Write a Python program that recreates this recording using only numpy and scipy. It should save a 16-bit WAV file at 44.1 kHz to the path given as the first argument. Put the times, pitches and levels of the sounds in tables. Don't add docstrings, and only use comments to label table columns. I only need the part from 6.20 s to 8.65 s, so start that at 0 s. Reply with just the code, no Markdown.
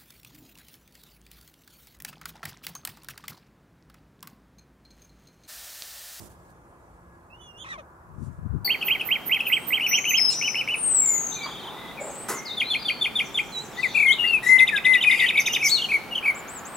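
import sys
import numpy as np
from scipy import signal
from scipy.fft import rfft, irfft
from scipy.io import wavfile
from scipy.ndimage import uniform_filter1d

SR = 44100
rng = np.random.default_rng(int(sys.argv[2]) if len(sys.argv) > 2 else 0)


def master(y):
    cut = np.clip(np.atleast_2d(y).T, -1, 1)
    pcm = np.round(cut * 32767)
    wavfile.write(sys.argv[1], SR, pcm.astype(np.int16))


def ratio(d):
    e = np.asarray(d, float) / 20
    return 10 ** e


N = 107868
T = np.arange(N) / SR

# (frequency [Hz], level per Hz [dB])
WASH_COLOUR = [(18, -30), (30, 5.5), (287, -14), (333, -9), (373, -13.5), (1020, -11.5), (2600, -34),
               (3380, -52), (5720, -120)]
WASH_DB = -51
# (frequency [Hz], likeness [0-1])
WASH_LIKENESS = [(60, 0.98), (380, 0.91), (2380, 0.32), (15000, 0.03)]
# (frequency [Hz], likeness [0-1])
UNRELATED = [(100, 0), (9000, 0)]
# (frequency [Hz], level per Hz [dB])
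TRAFFIC_COLOUR = [(600, -26), (1000, 5.5), (1500, -0.5), (2300, -33.5)]
# (time [s], level [dB])
TRAFFIC_LEVEL = [
    (0, -72.5),
    (1.7, -57.5),
    (2.1, -59),
    (2.45, -52.5),
]
# (frequency [Hz], level [dB rms])
HUM_LINES = [(172.3, -66.5), (344.5, -69.5), (1663, -72)]
# (frequency [Hz], level per Hz [dB])
HISS_COLOUR = [(1500, -8), (3000, -1), (5000, -2), (9000, 0), (11000, -6), (13000, -13), (15800, -26)]
HISS_DB, HISS_SINK_DB_PER_S = -71, 7
FAR_LAG = 8

# (frequency [Hz], level per Hz [dB])
GUST_COLOUR = [(25, -50), (45, -14), (80, 2), (120, 1), (220, -18), (442, -33), (700, -48), (1540, -120)]
# (centre [s], half width [s], level [dB])
LEFT_PUFFS = [(1.855, 0.018, -59), (1.925, 0.023, -40), (2.005, 0.033, -30.5), (2.035, 0.011, -30),
              (2.085, 0.016, -29), (2.13, 0.023, -37), (2.19, 0.0055, -31.5), (2.235, 0.014, -28),
              (2.262, 0.012, -24.5), (2.312, 0.012, -22), (2.345, 0.0086, -21), (2.368, 0.0078, -22.5),
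              (2.41, 0.042, -33)]
# (centre [s], half width [s], level [dB])
RIGHT_PUFFS = [
    (.015, 0.01, -45),
    (1.95, 0.086, -56.5),
    (2.2, 0.052, -45.5),
    (2.42, 0.053, -46),
]
# (frequency [Hz], level per Hz [dB])
SLAP_COLOUR = [(90, -24), (200, 5), (300, 1), (430, -10), (700, -73)]
# (centre [s], half width [s], level [dB])
SLAP_PUFFS = [
    (1.989, 0.011, -42),
    (2.024, 0.0095, -32),
    (2.074, 0.0074, -37),
    (2.098, 0.0068, -42.5),
    (2.26, 0.0065, -40),
    (2.347, 0.013, -29.5),
    (2.365, 0.0046, -37),
    (2.383, 0.0056, -38.5),
]

# (frequency [Hz], level per Hz [dB])
SHAKE_COLOUR = [(300, 11), (800, 0.5), (2000, -11), (4000, -9), (8000, -4), (11000, -5), (15500, -10.5)]
# (frequency [Hz], level per Hz [dB])
PREEN_COLOUR = [(2000, -6), (4500, 0.5), (6500, 8.5), (9000, 9), (12000, -1), (15500, -30)]
# (time [s], level [dB])
SHAKE_LEVEL = [
    (0, -47),
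    (.04, -47),
    (.075, -50.5),
    (.09, -58),
    (.12, -55),
    (.16, -65.5),
    (.29, -65),
    (.305, -60),
    (.33, -70.5),
]
# (time [s], level [dB])
PREEN_LEVEL = [
    (1.93, -89),
    (1.99, -71.5),
    (2.035, -63.5),
    (2.07, -62),
    (2.11, -74.5),
    (2.17, -72),
    (2.24, -98),
]
# (frequency [Hz], likeness [0-1])
FEATHER_LIKENESS = [(100, 0.22), (1500, 0.83), (9000, 0.084)]

# (time [s], pitch [Hz], level [dB])
LOW_RISE = [
    (1.097, 2510, -97),
    (1.102, 2613, -56.5),
    (1.125, 2640, -51),
    (1.15, 2856, -49.5),
    (1.175, 2934, -70.5),
    (1.205, 3004, -49.5),
    (1.25, 2908, -63),
    (1.29, 2851, -47),
    (1.335, 2782, -60),
]
# (time [s], pitch [Hz], level [dB])
LOW_LEAP = [
    (1.35, 2772, -51),
    (1.37, 2850, -50),
    (1.392, 2990, -53),
    (1.408, 3195, -45),
    (1.42, 3232, -44),
    (1.437, 3160, -44),
    (1.445, 2520, -55),
    (1.458, 2560, -55),
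    (1.466, 2600, -85),
]
# (time [s], pitch [Hz], level [dB])
HIGH_FIRST = [
    (1.15, 3500, -103),
    (1.17, 3450, -75),
    (1.195, 3520, -90),
    (1.215, 3430, -56.5),
    (1.241, 3413, -49),
    (1.271, 3396, -57.5),
    (1.289, 3370, -70),
    (1.305, 3200, -71),
]
# (time [s], pitch [Hz], level [dB])
HIGH_SECOND = [
    (1.362, 3450, -95),
    (1.376, 3410, -62),
    (1.388, 3390, -51),
    (1.405, 3465, -45),
    (1.417, 3530, -50),
    (1.429, 3480, -42),
    (1.437, 3420, -52),
    (1.443, 3400, -95),
]
# (multiple of lower, multiple of upper, level [dB], extra under strain [dB])
MIXES = [(1, 0, 0, 0), (0, 1, 0, 0), (2, 0, -16, -4), (1, 1, -6, -4), (0, 2, -24, 10), (-1, 2, -32, 17),
         (2, -1, -22, 0), (-1, 3, -30, 12), (3, 0, -28, 0), (2, 1, -11, -8), (1, 2, -28, 8),
         (0, 3, -36, 12), (4, 0, -30, -8)]
MIX_ONSET_DB, BLOOM_S, STRAIN_S, STRAIN_JITTER = -60, .11, 1.385, .007

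# (start [s], first pitch [Hz], last pitch [Hz], level [dB], roughness [0-1])
BREAKS = [(1.444, 990, 1080, -44, .22), (1.451, 1210, 1380, -46, .26), (1.461, 1870, 1870, -42, .18),
          (1.470, 1060, 1060, -44, .2), (1.477, 1150, 1400, -45, .26), (1.487, 1930, 1990, -38, .24),
          (1.504, 1985, 1770, -35, .16), (1.531, 1240, 1160, -40, .24), (1.548, 1140, 985, -43, .09),
          (1.578, 665, 600, -43, .19), (1.600, 590, 500, -49, .13)]
TAIL_END_S, CATCH_S, CATCH_WIDTH_S, RELEASE_S, JITTER = 1.624, 1.574, .007, .016, .07
# (frequency [Hz], level [dB])
OVERTONES = [(500, 0), (1200, -3), (2500, -5), (3200, -14), (4000, -13), (4700, -30), (6200, -19),
             (11000, -40)]
# (frequency [Hz], level per Hz [dB])
RASP_COLOUR = [(400, -20), (1000, 8), (3900, 2), (4600, -18), (5800, 2.5), (8200, -14.5), (9800, -3),
               (10900, -57)]
# (start [s], end [s], cycles per pattern, depth [0-1])
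UNEVEN = [
    (1.463, 1.487, 2, .15),
    (1.488, 1.506, 3, .2),
    (1.506, 1.524, 3, .06),
    (1.534, 1.560, 2, .18),
]

# (delay [ms], gain)
LEFT_PATHS = [(.27, .85), (5.971, -.58), (11.289, .36), (11.622, -.42)]
# (delay [ms], gain)
RIGHT_PATHS = [(0., 1.), (1.158, .33), (7.438, .36), (12.724, .44)]
# (frequency [Hz], level [dB])
SHADOW = [(1000, 5), (3000, -3), (8000, -16.5)]
PANEL_HZ = 2000
BOOT_DB, BOOT_T60_S = -19, .08

MIC_LOW_HZ, EDGE_HZ = 44, 15750
MASK_DB, MASK_FROM_HZ, MASKED_DB = -26, 2500, -14


def evened(x):
    return x / np.sqrt(np.mean(x ** 2) + 1e-20)


def read(points, hz):
    f, value = np.transpose(points)
    return np.interp(np.log(hz + 1), np.log(f + 1), value)


def curve(points, column=1, size=1):
    points = np.array(points, float)
    return uniform_filter1d(np.interp(T, points[:, 0], points[:, column]), size)


def drift(rate):
    coarse = T[::16]
    sines = sum(np.sin(2 * np.pi * (f * coarse + rng.random())) / np.sqrt(f)
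                for f in np.geomspace(rate / 10, rate, 20))
    return evened(np.interp(T, coarse, sines))


def noise(colour, same, patchy_db):
    frames, hz = N // 256 + 5, np.fft.rfftfreq(1024, 1 / SR)
    a, b, c, d, patches = rng.standard_normal((frames, 513, 5)).T
    patches = uniform_filter1d(patches, size=10, axis=0)
    patches = evened(uniform_filter1d(patches, size=10, axis=1))
    same = np.clip(read(same, hz), -1, 1)[:, None]
    left = a + 1j * b
    right = same * left + np.sqrt(1 - same ** 2) * (c + 1j * d)
    level = ratio(read(colour, hz)[:, None] + patchy_db * patches) * (hz > 0)[:, None]
    z = np.array([left, right]) * level
    return evened(signal.istft(z, nperseg=1024, noverlap=768)[1][:, :N])


def background():
    wash = ratio(WASH_DB + .5 * drift(5.28)) * noise(WASH_COLOUR, WASH_LIKENESS, patchy_db=1.0)
    road = ratio(curve(TRAFFIC_LEVEL) + drift(6.4)) * noise(TRAFFIC_COLOUR, UNRELATED, patchy_db=0.5)
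    hum = 0
    for hz, db in HUM_LINES:
        level = np.sqrt(2) * ratio(db + 3.36 * drift(14))
        turns = np.cumsum(hz * (1 + 0.0026 * drift(6))) / SR
        hum = hum + level * np.sin(2 * np.pi * turns)
    hiss = ratio(HISS_DB - HISS_SINK_DB_PER_S * T) * noise(HISS_COLOUR, UNRELATED, patchy_db=3.5)
    far = wash + hum
    return np.array([np.roll(far[0], FAR_LAG), far[1]]) + road + hiss


def puff_power(puffs):
    return sum(ratio(2 * db) * np.exp(-((T - centre) / width) ** 2) for centre, width, db in puffs)


def wind():
    air = noise(GUST_COLOUR, UNRELATED, patchy_db=4.2)
    air = air / np.sqrt(uniform_filter1d(air ** 2, size=700, axis=1) + 0.08)
    power = np.array([puff_power(LEFT_PUFFS), puff_power(RIGHT_PUFFS)])
    body = np.sqrt(power) * ratio(1.5 * drift(60)) * air
    edge = noise(SLAP_COLOUR, UNRELATED, patchy_db=2.3)[0]
    edge = edge / np.sqrt(uniform_filter1d(edge ** 2, size=300) + 0.057)
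    return body + np.array([[1], [0]]) * np.sqrt(puff_power(SLAP_PUFFS)) * edge


def feathers():
    port_db = np.array([[-3.5], [2.5]])
    shake_level = ratio(curve(SHAKE_LEVEL) + 0.57 * drift(180.0) + port_db)
    shake = shake_level * noise(SHAKE_COLOUR, FEATHER_LIKENESS, patchy_db=1.0)
    preen_level = ratio(curve(PREEN_LEVEL) + 0.95 * drift(130))
    return shake + preen_level * noise(PREEN_COLOUR, FEATHER_LIKENESS, patchy_db=1.5)


def whistles():
    low, high = LOW_RISE + LOW_LEAP, HIGH_FIRST + HIGH_SECOND
    strain = np.clip((T - STRAIN_S) / .04, 0, 1)
    wobble = .0012 + STRAIN_JITTER * strain ** 2
    bloom = np.clip((T - low[0][0]) / BLOOM_S, 0, 1)
    low_turns, high_turns = [np.cumsum(curve(voice, size=300) * (1 + wobble * drift(400))) / SR
                             for voice in (low, high)]
    low_db, high_db = curve(low, column=2, size=120), curve(high, column=2, size=120)
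    faint = np.minimum(high_db - MIX_ONSET_DB, 0)
    tones = 0
    for m, n, db, strain_db in MIXES:
        order = abs(m) + abs(n)
        voices_db = (abs(m) * low_db + abs(n) * high_db) / order
        level = ratio(db + strain_db * strain + (m * n != 0) * faint + voices_db) * bloom ** (order - 1)
        tones = tones + level * np.sin(2 * np.pi * (round(m) * low_turns + round(n) * high_turns))
    on = (T > low[0][0]) & (T < low[-1][0])
    return np.sqrt(2) * on * tones


def broken_tail():
    start, first, last, db, rough = np.transpose(BREAKS)
    ends = np.append(start[1:], TAIL_END_S)
    k = np.clip(np.searchsorted(start, T) - 1, 0, len(start) - 1)
    along = np.clip((T - start[k]) / (ends - start)[k], 0, 1)
    rough = np.clip(uniform_filter1d(rough[k], size=90), 0, 1)
    hz = uniform_filter1d(first[k] + (last - first)[k] * along, size=50)
    jitter = JITTER * rough * evened(uniform_filter1d(rng.standard_normal(N), size=60))
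    turns = np.cumsum(hz * (1 + jitter)) / SR

    dull_db = np.maximum(7.5 - 32 * rough, 1)
    folds = 0
    for n in range(1, 16):
        overtone_db = read(OVERTONES, n * hz) - read(OVERTONES, hz) - dull_db * (n - 1)
        folds = folds + ratio(overtone_db) * np.cos(2 * np.pi * n * turns)
    folds = folds * (1 + sum(2 * depth * (T > a) * (T < b) * np.cos(2 * np.pi * turns / cycles)
                             for a, b, cycles, depth in UNEVEN))
    rasp = noise(RASP_COLOUR, UNRELATED, patchy_db=2.0)[0] * (0.86 + np.cos(np.pi * turns) ** 2)

    edges = np.clip((T - start[0]) / 0.0014, 0, 1) * np.clip((TAIL_END_S - T) / RELEASE_S, 0, 1)
    catch = 1 - .9 * np.exp(-((T - CATCH_S) / CATCH_WIDTH_S) ** 2)
    level = edges * catch * ratio(uniform_filter1d(db[k], size=130) + drift(150))
    return level * ((1 - rough) * np.sqrt(2) * folds + rough * rasp)


def boot(voice):
    hz, z = np.fft.rfftfreq(N, 1 / SR), rfft(voice)
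    panel = hz ** 4 / (hz ** 4 + PANEL_HZ ** 4)
    ports = []
    for paths in (LEFT_PATHS, RIGHT_PATHS):
        response = sum(gain * (panel if ms > 1 else 1) * np.exp(-2j * np.pi * hz * ms / 1000)
                       for ms, gain in paths)
        ports.append(irfft(z * response, N))
    shaded = irfft(rfft(ports[0]) * ratio(read(SHADOW, hz)), N)
    near = np.array([shaded, ports[1]])

    t = np.arange(6000) / SR
    taps = rng.choice([-1., 1.], (2, 6000)) * (rng.random((2, 6000)) < .05)
    taps = taps * ratio(-60 * t / BOOT_T60_S) * (t > .002)
    tail = signal.fftconvolve(voice[None], taps / np.linalg.norm(taps[0]), axes=1)[:, :N]
    return near + ratio(BOOT_DB) * tail


def scene():
    return boot(whistles() + broken_tail()) + background() + feathers() + wind()


def masked(x):
    hz, t, z = signal.stft(x, SR, nperseg=1024, noverlap=768)
    power = (abs(z) ** 2).mean(0) * (hz > MASK_FROM_HZ)[:, None]
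    nearby = uniform_filter1d(power, size=70, axis=0)
    faint = uniform_filter1d(power, size=5, axis=0) < ratio(2 * MASK_DB) * nearby
    gain = ratio(MASKED_DB * faint * (hz > 1.5 * MASK_FROM_HZ)[:, None])
    return signal.istft(z * gain, SR, nperseg=1024, noverlap=768)[1][:, :N]


def low_pass(x):
    return signal.sosfilt(signal.butter(12, 15990, fs=SR, output="sos"), x)


def record(dry):
    hz = np.fft.rfftfreq(N, 1 / SR)
    bass_cut = (hz / MIC_LOW_HZ) ** 6 / (1 + (hz / MIC_LOW_HZ) ** 6)
    mix = masked(irfft(rfft(dry) * bass_cut * (hz < EDGE_HZ), N))
    return low_pass(mix)


dry = scene()
out = record(dry)
master(out)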